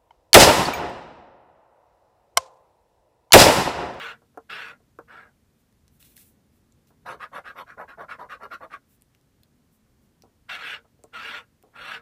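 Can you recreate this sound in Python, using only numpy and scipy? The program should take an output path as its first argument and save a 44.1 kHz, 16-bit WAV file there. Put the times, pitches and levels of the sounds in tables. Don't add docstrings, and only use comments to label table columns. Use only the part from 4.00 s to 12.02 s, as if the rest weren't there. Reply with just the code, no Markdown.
import sys
import numpy as np
from scipy import signal
from scipy.fft import rfft, irfft, next_fast_len
from scipy.io import wavfile
from scipy.ndimage import uniform_filter1d

SR = 44100
rng = np.random.default_rng(int(sys.argv[2]) if len(sys.argv) > 2 else 0)


def to_wav(s):
    ch = np.atleast_2d(s).T
    pcm = np.round(np.clip(ch, -1, 1) * 32767)
    wavfile.write(sys.argv[1], SR, pcm.astype(np.int16))


def volts(x):
    e = np.asarray(x, float) / 20
    return 10 ** e


N = 353505

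# start in seconds, length in seconds, rasp in dB,
# gain in speed from start to end in dB, bite in dB.
LONG_PULLS = [
    (-0.1, 0.28, -39, -3.5, 1),
    (0.487, 0.29, -41.5, -12.5, 0.5),
    (6.481, 0.15, -39.5, -6.5, 4),
    (6.572, 0.24, -40.5, 2.5, 5),
    (7.122, 0.33, -41, 1, 3.5),
    (7.72, 0.3, -40.5, 11.5, 0),
]
OPENING_PUSH = [
    (3.047, 0.14, -36.5, 1, 3.2),
]
# start in seconds, length in seconds, rasp in dB, bite in dB,
# share of the length at which the coin is fastest.
GRAZES = [
    (1.072, 0.26, -47, -9, 0.28),
]
PUSHES = [(3.31, 0.11, -37, 2.5, 0.51), (3.542, 0.099, -38, 3.5, 0.53), (3.764, 0.094, -37, -10, 0.48),
          (3.969, 0.094, -36.5, -8.5, 0.48), (4.182, 0.098, -38.5, -8, 0.28),
          (4.387, 0.093, -40.5, -1, 0.55), (4.595, 0.081, -40, -6, 0.51)]
RETURNS = [(3.186, 0.093, -37.5, 0.93, 0.46), (3.434, .11, -40, 0.59, 0.41), (3.658, .1, -44.5, -4, 0.4),
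           (3.874, 0.091, -44, -3.2, 0.29), (4.077, 0.096, -37, 1, 0.41), (4.285, 0.097, -38, 0.43, 0.38),
           (4.498, 0.078, -34.5, -0.98, 0.48), (4.694, 0.091, -40, -1, 0.47)]

# lower edge in Hz, upper edge in Hz.
PART_EDGES_HZ = [(900, 2000), (300, 900), (2000, 5000), (5000, 15000), (100, 300)]
PER_SPEED = (1.01, 0.68, 1.62, 1.39, 0.45)
PER_BITE = (0.12, -0.1, 0.99, 0.8, -0.1)
PULL_PARTS_DB = (0.5, -11, -3.5, -20.5, -22.5)
PUSH_PARTS_DB = (-1, -5.5, -13.5, -24, -20)
RETURN_PARTS_DB = (0, -12.5, -11.5, -24.5, -30)
# frequency in Hz, width in Hz, peak in dB.
PULL_BOARD = ([
    [(88, -43), (150, -8), (197, -7), (420, -18), (453, -10.5), (877, -12.5), (1320, -3), (1420, 0.5), (2020, -10), (2810, -9), (5990, -30.5), (8330, -32.5), (15500, -36.5)],
    [(465.3, 17, -0.5), (605, 32, -5), (1448, 32, 2), (2394, 51, -13), (2680, 58, -12), (3040, 32, -15.5), (3590, 35, -21.5), (4420, 81, -18), (4600, 79, -30), (5520, 65, -22), (6120, 200, -37), (7660, 60, -25), (8330, 210, -26)],
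])
PUSH_BOARD = ([
    [(88, -40), (150, -16.5), (268, -18), (595, -2), (812, -9), (1090, 1.5), (2230, -18.5), (4310, -32), (6730, -42.5), (11400, -39), (15500, -44)],
    [(456, 24, 3), (605, 13, 3.5), (11300, 510, -27), (1060, 54, 3), (1245, 68, 2), (1407, 60, 4.5), (1740, 33, -10), (2000, 32, -22), (2560, 13, -40), (2975, 44, -6), (3750, 220, -11.5), (4350, 120, -15), (5880, 97, -25.5)],
])
# frequency in Hz, width in Hz, peak in dB.
RETURN_PEAKS = [(451, 10, -3), (706, 73, -11), (1680, 130, -21), (11200, 710, -25), (1090, 54, 7.5),
                (1247, 90, 7.5), (1439, 39, 7.5), (1570, 58, 1.5), (2433, 98, -2), (3220, 46, -19),
                (3840, 50, -6), (4260, 76, -17), (5500, 90, -16)]

# start in seconds, peak in dB, push length in ms,
# rattle in dB, rattle t60 in seconds.
KNOCKS = [(0.219, -51.5, 0.67, -4.5, 0.17), (0.344, -55.5, 0.53, -1, 0.27), (0.803, -54.5, 1, -18, 0.087),
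          (2.905, -52.5, 0.69, 1, 0.11), (6.236, -45, 1.1, -3, 0.21), (6.846, -54, 0.7, 9, 0.091),
          (6.991, -54, 1.1, -14, 0.12), (7.041, -38, 1.12, -6, 0.06), (7.636, -47, 1.2, -5, 0.34)]
LOUD_KNOCKS = [
    (0.374, -28.5, 0.62, 1, 0.068),
    (0.988, -30.5, 0.46, 3, 0.071),
]
# frequency in Hz, level in dB, t60 in seconds.
TABLE_MODES = [(460, -4, 0.13), (602, -2.5, 0.047), (730, -0.5, 0.044), (1033, -44, 0.035),
               (1065, -9, 0.084), (1138, -14, 0.06), (1390, -3, 0.031), (1520, -10, 0.072),
               (1580, 4.5, 0.0094), (1800, -23, 0.066), (2046, -40, 0.12)]
# start in seconds, peak in dB, pitch in Hz, t60 in ms.
TICKS = [(1.726, -56, 2300, 3.2), (1.8799, -44.5, 6600, 4.6), (2.0023, -46, 12800, 4.0),
         (2.005, -48, 3500, 8.9), (2.027, -42.5, 3330, 10), (2.05, -46, 3520, 12), (2.167, -32.5, 12300, 5),
         (2.1787, -42, 12000, 4.0), (2.177, -41, 1780, 12), (5.011, -57, 8000, 13),
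         (2.7227, -50, 6000, 3.8), (2.873, -54, 4750, 3.7), (5.021, -39.5, 7850, 3.2),
         (5.149, -47.5, 2440, 4), (5.212, -55, 4260, 4.3), (5.4338, -44.5, 3970, 5.7),
         (6.222, -39, 5400, 4.7), (7.038, -37.5, 6700, 5.4), (7.6269, -43, 10700, 4.1)]
# start in seconds, length in seconds, fine hiss in dB,
# body relative to it in dB, share of the length at which the hand is fastest.
WIPES = [(1.56, .09, -74, -8, .5), (1.904, 0.12, -69, -11, 0.4), (1.994, 0.33, -56, -4.5, 0.13),
         (2.157, 0.23, -52, -7, 0.13), (2.498, .12, -73, -8, .5), (2.868, 0.068, -67.5, -3, .15),
         (4.866, 0.13, -64.5, -9, 0.43), (5.692, 0.11, -70, -13, 0.47), (6.0, .1, -74, -12, .4)]
# start in seconds, length in seconds, level in dB,
# share of the length at which it is fastest.
CUFF_DRAGS = [
    (1.9, 1.19, -69.5, 0.59),
]
# frequency in Hz, level in dB per Hz.
ROOM_SPECTRUM = [(12, -47), (20, -15), (64, -2), (140, -5), (185, -9.5), (225, -4.5), (324, -15),
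                 (393, -16), (705, -23.5), (767, -24), (1340, -27), (1770, -28), (2470, -31),
                 (15500, -36.5)]

GRAINS_PER_S, GRAIN_DB, CHATTER_DB = 12000, 0.47, 0.23
SPOT_S, RING_DB, PLACE_DB = 0.03, 2, 0.5
LEAD = 200
LAND_S, LIFT_S, LIFT_DB, ARCH_DB = 0.013, 0.075, -28, 4
LAND_PER_GAIN_S = 0.0023
SCRAPE_POWER, WIPE_POWER, CUFF_POWER = 1.66, 1.86, 0.52
BODY_PER_SPEED = 1.57
ECHO_DB, ECHO_T60_S = -12, 0.087
ROOM_DB, SWAY_DB, HUM_DB = -64, 3.5, 1
TOP_HZ = 15430


def unit(x):
    return x / np.sqrt(np.mean(x ** 2))


def band(x, lo_hz, hi_hz, order=3):
    edges = [lo_hz, min(hi_hz, 0.45 * SR)]
    return signal.sosfilt(signal.butter(order, edges, "band", fs=SR, output="sos"), x)


def shape(points, hz):
    f, db = np.transpose(points)
    return volts(np.interp(np.log(np.maximum(hz, 1)), np.log(f), db))


def colour(x, points):
    size = next_fast_len(len(x))
    hz = np.arange(size // 2 + 1) * SR / size
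    return irfft(rfft(x, size) * shape(points, hz), size)[:len(x)]


def walk(rate, size):
    hold = int(SR / rate)
    levels = np.repeat(rng.standard_normal(400)[:size // hold + 1], hold)
    return unit(uniform_filter1d(levels, hold)[:size])


def decay(size, t60):
    return np.exp(-np.log(1000) * np.arange(size) / (t60 * SR))


def ring(hz, db, t60, size):
    t = np.arange(size)[:, None] / SR
    return (volts(db) * np.exp(-np.log(1000) * t / t60) * np.sin(2 * np.pi * hz * t)).sum(axis=1)


def add(out, s, x):
    i = int(s * SR)
    x, i = x[max(-i, 0):], max(i, 0)
    out[i:i + len(x)] += x[:len(out) - i]


def stroke(parts_db, slope, peaks):
    size = SR // 2
    strength = volts(GRAIN_DB * np.minimum(rng.exponential(size=size), 3))
    slips = (rng.random(size) < GRAINS_PER_S / SR) * strength
    chatter = volts(CHATTER_DB * (walk(64, size) + walk(242, size)))
    force = unit(slips * rng.standard_normal(size)) * chatter
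    force = force[:len(parts_db[0])]
    place = np.arange(len(force)) / (SPOT_S * SR)
    out = 0
    for k, spot in enumerate(boards(slope, peaks, count=int(place[-1]) + 2)):
        here = np.cos(np.pi / 2 * np.clip(place - k, -1, 1))
        for (lo, hi), db in zip(PART_EDGES_HZ, parts_db):
            h = band(spot, lo, hi)
            out = out + signal.fftconvolve(here * force * volts(db), h / np.sqrt(np.sum(h ** 2)))
    return out[LEAD:]


def boards(slope, peaks, count):
    hz, width, db = np.transpose(peaks)
    t60 = np.log(1000) / (np.pi * np.clip(width, 0.029 * hz, 600))
    lift_db = db - 20 * np.log10(shape(slope, hz))
    lift_db += RING_DB - np.median(lift_db)
    start = 2 * np.log(1000) / (t60 * SR)
    modes = np.array([a * ring(f, g, d, size=4000) for a, f, g, d in zip(start, hz, lift_db, t60)])
    for _ in range(count):
        strength = volts(PLACE_DB * rng.standard_normal(len(hz)))
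        h = (rng.choice([-1, 1], len(hz)) * strength) @ modes
        h[0] += 1
        smear = rng.standard_normal(1200) * np.exp(-np.arange(1200) / (0.0092 * SR))
        h = h + 0.036 * signal.fftconvolve(h, smear)[:len(h)]
        yield colour(np.roll(h, LEAD), slope)


def parts(db, speed_db, bite_db, share_db):
    return [db + share + a * speed_db + b * bite_db
            for share, a, b in zip(share_db, PER_SPEED, PER_BITE)]


def drag(length, gain_db):
    t = np.arange(int(length * SR)) / SR
    landing = np.clip(1 - t / (LAND_S + LAND_PER_GAIN_S * max(gain_db, 0)), 0, 1)
    lift = np.clip(1 - (length - t) / LIFT_S, 0, 1) ** 1.56
    arch = ARCH_DB * (np.sin(np.pi * t / length) - 1)
    return LIFT_DB * (landing + lift) + gain_db * (t / length - 0.5) + arch


def swing(length, fastest, power):
    way = np.arange(1, int(length * SR)) / (length * SR)
    bend = np.log(0.5) / np.log(fastest)
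    return np.maximum(20 * power * np.log10(np.sin(np.pi * way ** bend) + 1e-9), -60)


def knock(db, push_ms, rattle_db, rattle_t60):
    hz, mode_db, t60 = np.transpose(TABLE_MODES)
    detune, uneven = rng.standard_normal((2, len(hz)))
    h = ring(hz * (1 + 0.02 * detune), mode_db + 2 * uneven, t60, size=6000)
    rattle = unit(band(rng.standard_normal(6000), 210, 1500)) * decay(6000, rattle_t60)
    push = np.hanning(int(push_ms * SR / 1000) + 3)
    x = band(np.convolve(h + volts(rattle_db) * rattle, push), 272, 1600)
    x = x / np.abs(x).max()
    add(x, 0, tick(-18, 2250, 15))
    return x * volts(db)


def tick(db, hz, t60_ms):
    crack = rng.standard_normal(600) * decay(600, t60_ms / 1000)
    pitched = band(crack, 0.81 * hz, 1.41 * hz, order=2)
    snap = band(crack, 2200, 14600, order=1)
    x = pitched + volts(-4) * snap
    return x * volts(db) / np.abs(x).max()


def wipe(length, db, body_db, fastest):
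    fine_db = swing(length, fastest, WIPE_POWER)
    patches = volts(1.3 * walk(70, SR // 2))
    rub = (rng.standard_normal(SR // 2) * patches)[:len(fine_db)]
    fine = unit(band(rub, 7600, 20000, order=2))
    body = unit(band(rub, 2000, 11000, order=2))
    return volts(db + fine_db) * fine + volts(db + body_db + BODY_PER_SPEED * fine_db) * body


def cuff(length, db, fastest):
    speed_db = swing(length, fastest, CUFF_POWER)
    rub = unit(band(rng.standard_normal(2 * SR), 120, 360, order=2)) * volts(3.2 * walk(14.06, 2 * SR))
    return rub[:len(speed_db)] * volts(db + speed_db)


def echo(table):
    walls = band(rng.standard_normal(SR // 2), 450, 6800, order=1) * decay(SR // 2, ECHO_T60_S)
    walls = walls / np.sqrt(np.sum(walls ** 2))
    return volts(ECHO_DB) * signal.fftconvolve(table, walls)[:N]


def room():
    air = unit(band(colour(rng.standard_normal(N), ROOM_SPECTRUM), 17, 17000, order=2))
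    out = air
    for lo, hi, db, rate in [(20, 84, SWAY_DB, 5.3), (97, 480, HUM_DB, 4.2)]:
        out = out + band(air, lo, hi, order=1) * (volts(db * walk(rate, N)) - 1)
    return volts(ROOM_DB) * out


def scene():
    table = np.zeros(N)
    for rows, share_db, board in [(LONG_PULLS, PULL_PARTS_DB, PULL_BOARD),
                                  (OPENING_PUSH, PUSH_PARTS_DB, PUSH_BOARD)]:
        for s, length, db, gain_db, bite_db in rows:
            add(table, s, stroke(parts(db, drag(length, gain_db), bite_db, share_db), *board))
    for rows, share_db, board in [(GRAZES, PULL_PARTS_DB, PULL_BOARD),
                                  (RETURNS, RETURN_PARTS_DB, (PULL_BOARD[0], RETURN_PEAKS)),
                                  (PUSHES, PUSH_PARTS_DB, PUSH_BOARD)]:
        for s, length, db, bite_db, fastest in rows:
            speed_db = swing(length, fastest, SCRAPE_POWER)
            add(table, s, stroke(parts(db, speed_db, bite_db, share_db), *board))
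    for source, rows in [(knock, KNOCKS), (knock, LOUD_KNOCKS), (tick, TICKS), (wipe, WIPES), (cuff, CUFF_DRAGS)]:
        for s, *settings in rows:
            add(table, s, source(*settings))
    return (table + echo(table) + room())[None]


def top_cut(x):
    return signal.sosfilt(signal.butter(12, 15850, fs=SR, output="sos"), x)


def record(dry):
    mix = signal.sosfilt(signal.ellip(10, 0.2, 70, TOP_HZ, fs=SR, output="sos"), dry)
    return top_cut(mix)


dry = scene()
out = record(dry)
to_wav(out)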